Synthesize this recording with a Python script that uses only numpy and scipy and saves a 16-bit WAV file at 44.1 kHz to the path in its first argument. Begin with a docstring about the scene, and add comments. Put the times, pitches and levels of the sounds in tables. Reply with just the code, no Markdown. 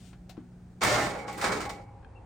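"""A soft rustle and a few small knocks sound over a mains hum in a quiet kitchen. Then a heavy iron pan is
set on an oven's wire rack and pushed in with two scraping shoves. Friction on dense grit drives the modes
of the rack and oven walls; the pan jolts over the wires and rings on in free vibration. Faint ticks and a
squeak follow, while the hum gives way to a lower rumble."""
import sys
import numpy as np
from scipy import signal
from scipy.fft import rfft, irfft
from scipy.io import wavfile
from scipy.ndimage import uniform_filter1d

SR = 44100
rng = np.random.default_rng(int(sys.argv[2]) if len(sys.argv) > 2 else 0)


def pcm_store(signal):
    """Save signal as 16-bit PCM."""
    levels = np.round(np.clip(np.atleast_2d(signal), -1, 1) * 32767)
    wavfile.write(sys.argv[1], SR, levels.astype(np.int16).T)


N = 99225
T = np.arange(N) / SR

# One envelope per shove (time [s], rumble level [dB], scrape level [dB], hiss level [dB])
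SHOVE_ENVELOPES = [
    [(0.809, -46, -44, -49), (0.816, -60, -34.5, -43.5), (0.824, -48, -30, -36), (0.836, -27.5, -26, -28),
     (0.86, -31, -29.5, -32.5), (0.93, -38.5, -30.5, -29), (0.962, -36.5, -29, -32.5),
     (1.005, -35, -29.5, -34.5), (1.04, -39, -36, -39), (1.072, -38, -33.5, -39),
     (1.088, -46, -39.5, -43.5), (1.126, -42, -39.5, -49.5), (1.194, -47, -42.5, -52.5),
     (1.244, -53, -47, -57), (1.26, -59, -45, -67)],
    [(1.278, -49.5, -50, -51), (1.294, -55, -41.5, -49.5), (1.362, -47.5, -53.5, -55.5),
     (1.385, -39, -41.5, -47), (1.41, -44.5, -39, -47.5), (1.444, -41.5, -30, -34.5),
     (1.514, -38, -36.5, -42.5), (1.524, -45.5, -30, -34), (1.544, -38, -33.5, -40), (1.652, -44, -42, -52),
     (1.686, -48, -51, -69), (1.7, -60.5, -42, -50), (1.736, -46, -56.5, -55.5), (1.802, -79, -52, -66.5),
     (1.818, -53, -66.5, -64.5), (1.9, -83, -68.5, -99)],
]
# Scrape, heard with a gap in the treble near 11 kHz (frequency [Hz], spectral density [dB])
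SCRAPE_AS_HEARD = [(35, -32), (60, 5.5), (111, 8), (146, 10.5), (192, 11.5), (600, 11), (866, 13.5),
                   (963, 7), (1820, 6), (2720, -16.5), (9500, -25), (11400, -72.5), (13500, -30),
                   (16000, -41)]
# Low, dull, bright, high and top bands of the scrape (lower edge [Hz], upper edge [Hz])
SCRAPE_BANDS = [(50, 400), (400, 1000), (1000, 2600), (2600, 9000), (9000, 19000)]
# Treble resonances of thin metal (frequency [Hz], bandwidth [Hz], gain [dB])
METAL_FORMANTS = [(3934, 100, -20), (4830, 900, -5.5), (5730, 320, -9.5), (6920, 790, -7),
                  (8900, 920, -12.5)]
# Brightness of the scrape (time [s], bright band over dull band [dB])
SCRAPE_TILT = [(.86, 4.5), (1., 5), (1.1, 0.5), (1.28, -1), (1.41, 3.5), (1.47, 7.5), (1.54, 3.5),
               (1.62, 3), (1.72, -3)]
# The pan crosses the wires (time [s], relative level [dB], top band gain [dB])
WIRE_JOLTS = [(0.816, -21, -14), (0.8334, -27, 22.5), (1.279, -32, -6), (1.3264, -42, 16.5),
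              (1.3764, -37.5, 17.5), (1.4127, -22.5, 5.5), (1.4414, -22.5, 1), (1.518, -47, 2),
              (1.604, -26.5, 5), (1.6524, -31, 2), (1.6928, -29, 5)]
# Rack wires and oven walls (frequency [Hz], level [dB], mid-slide offset [dB], late offset [dB])
RACK_MODES = [(119, 2, 5.5, -11), (205, -8.5, 1, 0.5), (291, -3.5, 5, 6), (439.3, -3.5, 2.5, 7),
              (529, -0.5, -7.5, 5), (606, 3.5, -2, -5.5), (752.4, -2.5, 4, 2.5), (895, -5.5, -3, -7),
              (1116, -9, 2.5, 0), (1293, -1, 2.5, -2.5), (1418, -5, 3, -4), (1790, 10, -12, -25),
              (1960, -9.5, 10.5, -0.5), (2117, 1, 2, -7), (2257, -3, 1, 2), (2853, -21, 5, -6),
              (4000, -11.5, -6, -4.5)]
# Impulses that excite the pan, and those of the ticks (time [s], level [dB])
PAN_NUDGES = [(.95, 4.5), (1.03, -4.5), (1.2, -10), (1.282, 0.5), (1.662, 0), (1.727, -11.5)]
TICK_IMPULSES = [(2.029, -23.5), (2.047, -14)]
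# Modes of the pan, the door and the ticks (frequency [Hz], level [dB], decay T60 [s])
PAN_MODES = [(447, -12, .5), (522, -11, .5), (549, -17, 1.4), (772, -11, .6), (811, -9, 1.2), (824, 0, .95),
             (1104, -14, .3), (2040, -19, .4), (2164, -16, .35), (2250, -17, .45)]
DOOR_MODES = [(309, 0.5, 0.056), (247, -2, 0.44)]
TICK_MODES = [(1620, -10, .025), (2480, -17, .015), (3170, -21, .025), (4160, -26, .02)]
# Small knocks (time [s], level [dB], centre frequency [Hz], bandwidth [Hz], decay T60 [s])
KNOCK_BURSTS = [(.129, -53.5, 1090, 1900, 0.089), (0.293, -48.5, 2570, 5450, 0.12),
                (0.294, -61, 14800, 3000, 0.077), (0.293, -51, 740, 197, 0.15),
                (0.368, -55, 915, 1310, 0.19)]
# Rustle, heard with a gap in the treble near 11 kHz (frequency [Hz], spectral density [dB])
RUSTLE_AS_HEARD = [(800, -14), (3000, 0), (5000, -6), (9000, -6), (11400, -24), (14500, -16)]
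# Squeak (time [s], duration [s], frequency [Hz], level [dB])
SQUEAK_TONES = [(2.15, 0.04, 2684, -58.5)]
# Mains hum (frequency [Hz], level [dB])
HUM_PARTIALS = [(59.4, -61.5), (119, -56), (179.6, -54.5), (359.5, -72), (382.2, -76)]
# Air and rumble, each heard with a gap in the treble near 11 kHz (frequency [Hz], spectral density [dB])
AIR_AS_HEARD = [(18, -29.5), (30, -3), (183, -8), (227, -9), (330, -18), (595, -27), (776, -23),
                (1060, -35), (1450, -32), (2990, -45), (9500, -47), (11400, -80), (14000, -54)]
RUMBLE_AS_HEARD = [(18, -19), (30, 5), (108, 5.5), (158, -7.5), (435, -14), (540, -9), (609, -20.5),
                   (814, -9), (1350, -26.5), (2460, -33), (3100, -41), (6000, -46), (9500, -47),
                   (11400, -80), (14500, -64)]
# Stereo width (frequency [Hz], side gain [dB])
SIDE_GAIN = [(60, -21), (150, -20), (300, -12), (600, -7), (1500, -7), (4000, -2.5), (8000, -6),
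             (14000, -12)]
# Stereo balance (frequency [Hz], left minus right [dB])
BALANCE = [(100, 1.5), (600, -1.5), (1200, -2.5), (2500, -4.5), (4500, 2), (10000, 1.5)]


def pan_on_rack():
    """Superposition: scrape, jolts and rack vibration add; independent contacts feed mid and side."""
    times, *levels = np.vstack(SHOVE_ENVELOPES).T
    rumble, scrape, hiss = (undb(np.interp(T, times, db, left=-120, right=-120)) for db in levels)
    bands = grit_bands()
    return stick_slip(bands, rumble, scrape, hiss) + wire_jolts(bands) + rack_vibration(rumble, scrape)


def grit_bands(grain_db=2):
    """Random excitation: uneven grit gives broadband noise, heard with a gap near 11 kHz."""
    grains = undb(grain_db * np.minimum(rng.exponential(size=N), 4))
    grit = colour(rng.standard_normal((2, N)) * grains, SCRAPE_AS_HEARD)
    low, dull, bright, high, top = (band(grit, *edges, order=3) for edges in SCRAPE_BANDS)
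    sheen = sum(undb(db) * band(high, hz - width / 2, hz + width / 2, order=1)
                for hz, width, db in METAL_FORMANTS)
    return low, dull, bright, high + sheen, top


def stick_slip(bands, rumble, scrape, hiss, catch_db=1.5, catch_hz=46):
    """Stick-slip friction: the grit catches and slips, so each layer flutters about its envelope."""
    low, dull, bright, high, top = bands
    tilt = undb(np.interp(T, *np.array(SCRAPE_TILT).T) / 2)
    body = unit(dull / tilt + bright * tilt)
    treble = (high + top) / np.std(high)
    layers = unit(low) * rumble, body * scrape, treble * hiss
    return sum(layer * undb(catch_db * wander(catch_hz)) for layer in layers)


def wire_jolts(bands, gain_db=-15):
    """Impact excitation: brief contact with a wire gives a bright crack and a short noisy decay."""
    _, _, bright, high, top = bands
    out = 0
    for start, db, top_db in WIRE_JOLTS:
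        decay = strike(start, attack=0.0021, t60=0.11)
        crack = undb(-4) * strike(start, attack=0.00105, t60=0.025)
        noise = (high + undb(top_db) * top + undb(-12.5) * bright) / np.std(high)
        out += undb(db + gain_db) * (decay + crack) * noise
    return out


def rack_vibration(rumble, scrape, mid_slide_s=.93, late_s=1.1, t60=.15):
    """Forced vibration: friction drives rack and wall modes, whose balance shifts as the pan goes in."""
    uneven_push = rng.standard_normal((2, N)) * undb(-5.5 + 2 * wander(rate_hz=25))
    out = 0
    for hz, db, mid_slide_db, late_db in RACK_MODES:
        envelope = scrape if hz > 400 else rumble
        contact_db = 2.5 * wander(rate_hz=7)  # each wire is touched on and off
        position_db = np.select([T > late_s, T > mid_slide_s], [late_db, mid_slide_db])
        force = uneven_push * envelope * undb(contact_db + position_db)
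        out += ring(force, [(hz, db, t60)])
    return out


def pan_ring():
    """Free vibration: the lightly damped iron rings on after each nudge."""
    return ring(impulses(PAN_NUDGES), PAN_MODES)


def knocks():
    """Damped transients: each small knock is a band of noise that decays exponentially."""
    out = 0
    for start, db, hz, width, t60 in KNOCK_BURSTS:
        noise = band(rng.standard_normal(N), max(hz - width / 2, 150), hz + width / 2)
        out += undb(db) * strike(start, attack=0.00093, t60=t60) * unit(noise)
    return out


def rustle(peak_s=0.045, spread_s=0.056):
    """Amplitude modulation: one fluttering swell of hiss from cloth, heard with a gap near 11 kHz."""
    noise = unit(colour(rng.standard_normal(N), RUSTLE_AS_HEARD))
    swell = np.exp(-((T - peak_s) / spread_s) ** 2 / 2)
    return undb(-61.5 + 1.2 * wander(rate_hz=46)) * swell * noise


def door_bump(time_s=.378, level_db=-6):
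    """Impulse response: one bump excites two low modes of the door."""
    return ring(impulses([(time_s, level_db)]), DOOR_MODES)


def ticks():
    """Heavy damping: high modes die away so quickly that they are heard as ticks."""
    return ring(impulses(TICK_IMPULSES), TICK_MODES)


def squeak(pitch_fall=.02, roughness=.012):
    """Frequency modulation: a short tone sinks slightly, roughened by random jitter in pitch."""
    out = 0
    for start, duration, hz, db in SQUEAK_TONES:
        progress = np.clip((T - start) / duration, 0, 1)
        pitch = hz * (1 + pitch_fall * np.exp(-progress / 0.3) + roughness * wander(rate_hz=280))
        phase = 2 * np.pi * np.cumsum(pitch) / SR
        out += undb(db) * np.sin(np.pi * progress) * np.sin(phase)
    return out


def reverberation(direct, low_t60=0.26, treble_t60=0.12, gain_db=-10.5):
    """Diffuse reflection: the room's tail decays exponentially, fastest in the treble."""
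    noise = rng.standard_normal((2, SR))
    low = signal.lfilter([.25], [1, -.75], noise)
    t = T[:SR]
    tails = low * undb(-60 * t / low_t60) + (noise - low) * undb(-60 * t / treble_t60)
    tails /= np.sqrt(np.sum(tails ** 2, axis=1, keepdims=True))
    return undb(gain_db) * signal.fftconvolve(direct, tails, axes=1)[:, :N]


def mains_hum(waver_db=1.2):
    """Line spectrum: a few low partials of fixed frequency, each wavering slowly in level."""
    out = 0
    for hz, db in HUM_PARTIALS:
        amplitude = np.sqrt(2) * undb(db + waver_db * wander(rate_hz=2.6))
        out += amplitude * np.sin(2 * np.pi * hz * T + 7 * rng.random())
    return out


def ambient_noise(spectrum, level_db):
    """Partial coherence: steady noise, nearly alike in both ears in the bass and wider above."""
    mid, side = colour(rng.standard_normal((2, N)), spectrum)
    return undb(level_db) * unit(left_right(mid, side))


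def kitchen(midpoint_s=1.71, fade_s=1):
    """Incoherent sources add in power: hum and air fade by a cosine as the rumble rises by a sine."""
    angle = np.clip((T - midpoint_s) / fade_s + .5, 0, 1) * np.pi / 2
    hum_and_air = mains_hum() + ambient_noise(AIR_AS_HEARD, level_db=-52.5)
    rumble = ambient_noise(RUMBLE_AS_HEARD, level_db=-47.5)
    return np.cos(angle) * hum_and_air + np.sin(angle) * rumble


def undb(db):
    """Decibel law: 20 dB is a factor of ten in amplitude."""
    return 10 ** (np.asarray(db) / 20)


def unit(x):
    """Normalisation to an RMS of one."""
    return x / np.sqrt(np.mean(x ** 2))


def colour(x, points):
    """Zero-phase filtering through points of (frequency [Hz], gain [dB])."""
    hz, db = np.array(points, float).T
    bins_hz = np.maximum(np.arange(N + 1) * SR / (2 * N), 1)
    gain = undb(np.interp(np.log(bins_hz), np.log(hz), db))
    return irfft(rfft(x, 2 * N) * gain)[..., :N]


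def band(x, lo_hz, hi_hz, order=2):
    """Band-pass filtering with a maximally flat passband."""
    edges = [lo_hz, min(hi_hz, .45 * SR)]
    return signal.sosfilt(signal.butter(order, edges, "band", fs=SR, output="sos"), x)


def ring(force, modes):
    """Modal superposition: damped resonators respond to a common force."""
    out = 0
    for hz, db, t60 in modes:
        radius = np.exp(-np.log(1000) / (t60 * SR))
        angle = 2 * np.pi * hz / SR
        response = signal.lfilter([np.sin(angle)], [1, -2 * radius * np.cos(angle), radius ** 2], force)
        out += undb(db) * np.sqrt(1 - radius) * response
    return out


def wander(rate_hz):
    """Random modulation: smoothed noise with an RMS of one."""
    span = int(SR / rate_hz)
    return unit(uniform_filter1d(uniform_filter1d(rng.standard_normal(N), span), span))


def strike(start, attack, t60):
    """Impact envelope: a quick rise and an exponential decay, with times in seconds."""
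    age = np.maximum(T - start, 0)
    return (1 - np.exp(-age / attack)) * undb(-60 * age / t60)


def impulses(rows):
    """Finite contact time: each push at (time [s], level [dB]) is a narrow triangular pulse."""
    force = np.zeros(N)
    for start, db in rows:
        force[int(start * SR)] = undb(db)
    return uniform_filter1d(uniform_filter1d(force, size=5), size=5)


def left_right(mid, side):
    """Sum and difference stereo: the filtered side signal sets the width."""
    side = colour(side, SIDE_GAIN)
    return np.array([mid + side, mid - side])


def scene():
    """Superposition of direct sound, reverberation and the kitchen background."""
    sliding = pan_on_rack()
    small_sounds = knocks() + rustle() + door_bump() + ticks() + squeak()
    mid_side_gains = np.array([[1], [0.94]])
    direct = sliding + (pan_ring() + small_sounds) * mid_side_gains
    mid, side = direct + reverberation(direct)
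    left, right = left_right(mid, side)
    left = colour(left, [(hz, db / 2) for hz, db in BALANCE])
    right = colour(right, [(hz, -db / 2) for hz, db in BALANCE])
    return np.array([left, right]) + kitchen()


def record(dry, bass_hz=32, top_hz=16300):
    """Band limiting: the microphone drops the deepest bass, and the top is cut steeply."""
    dry = signal.sosfilt(signal.butter(3, bass_hz, "high", fs=SR, output="sos"), dry)
    return signal.sosfilt(signal.ellip(10, .2, 80, top_hz, fs=SR, output="sos"), dry)


dry = scene()
out = record(dry)
pcm_store(out)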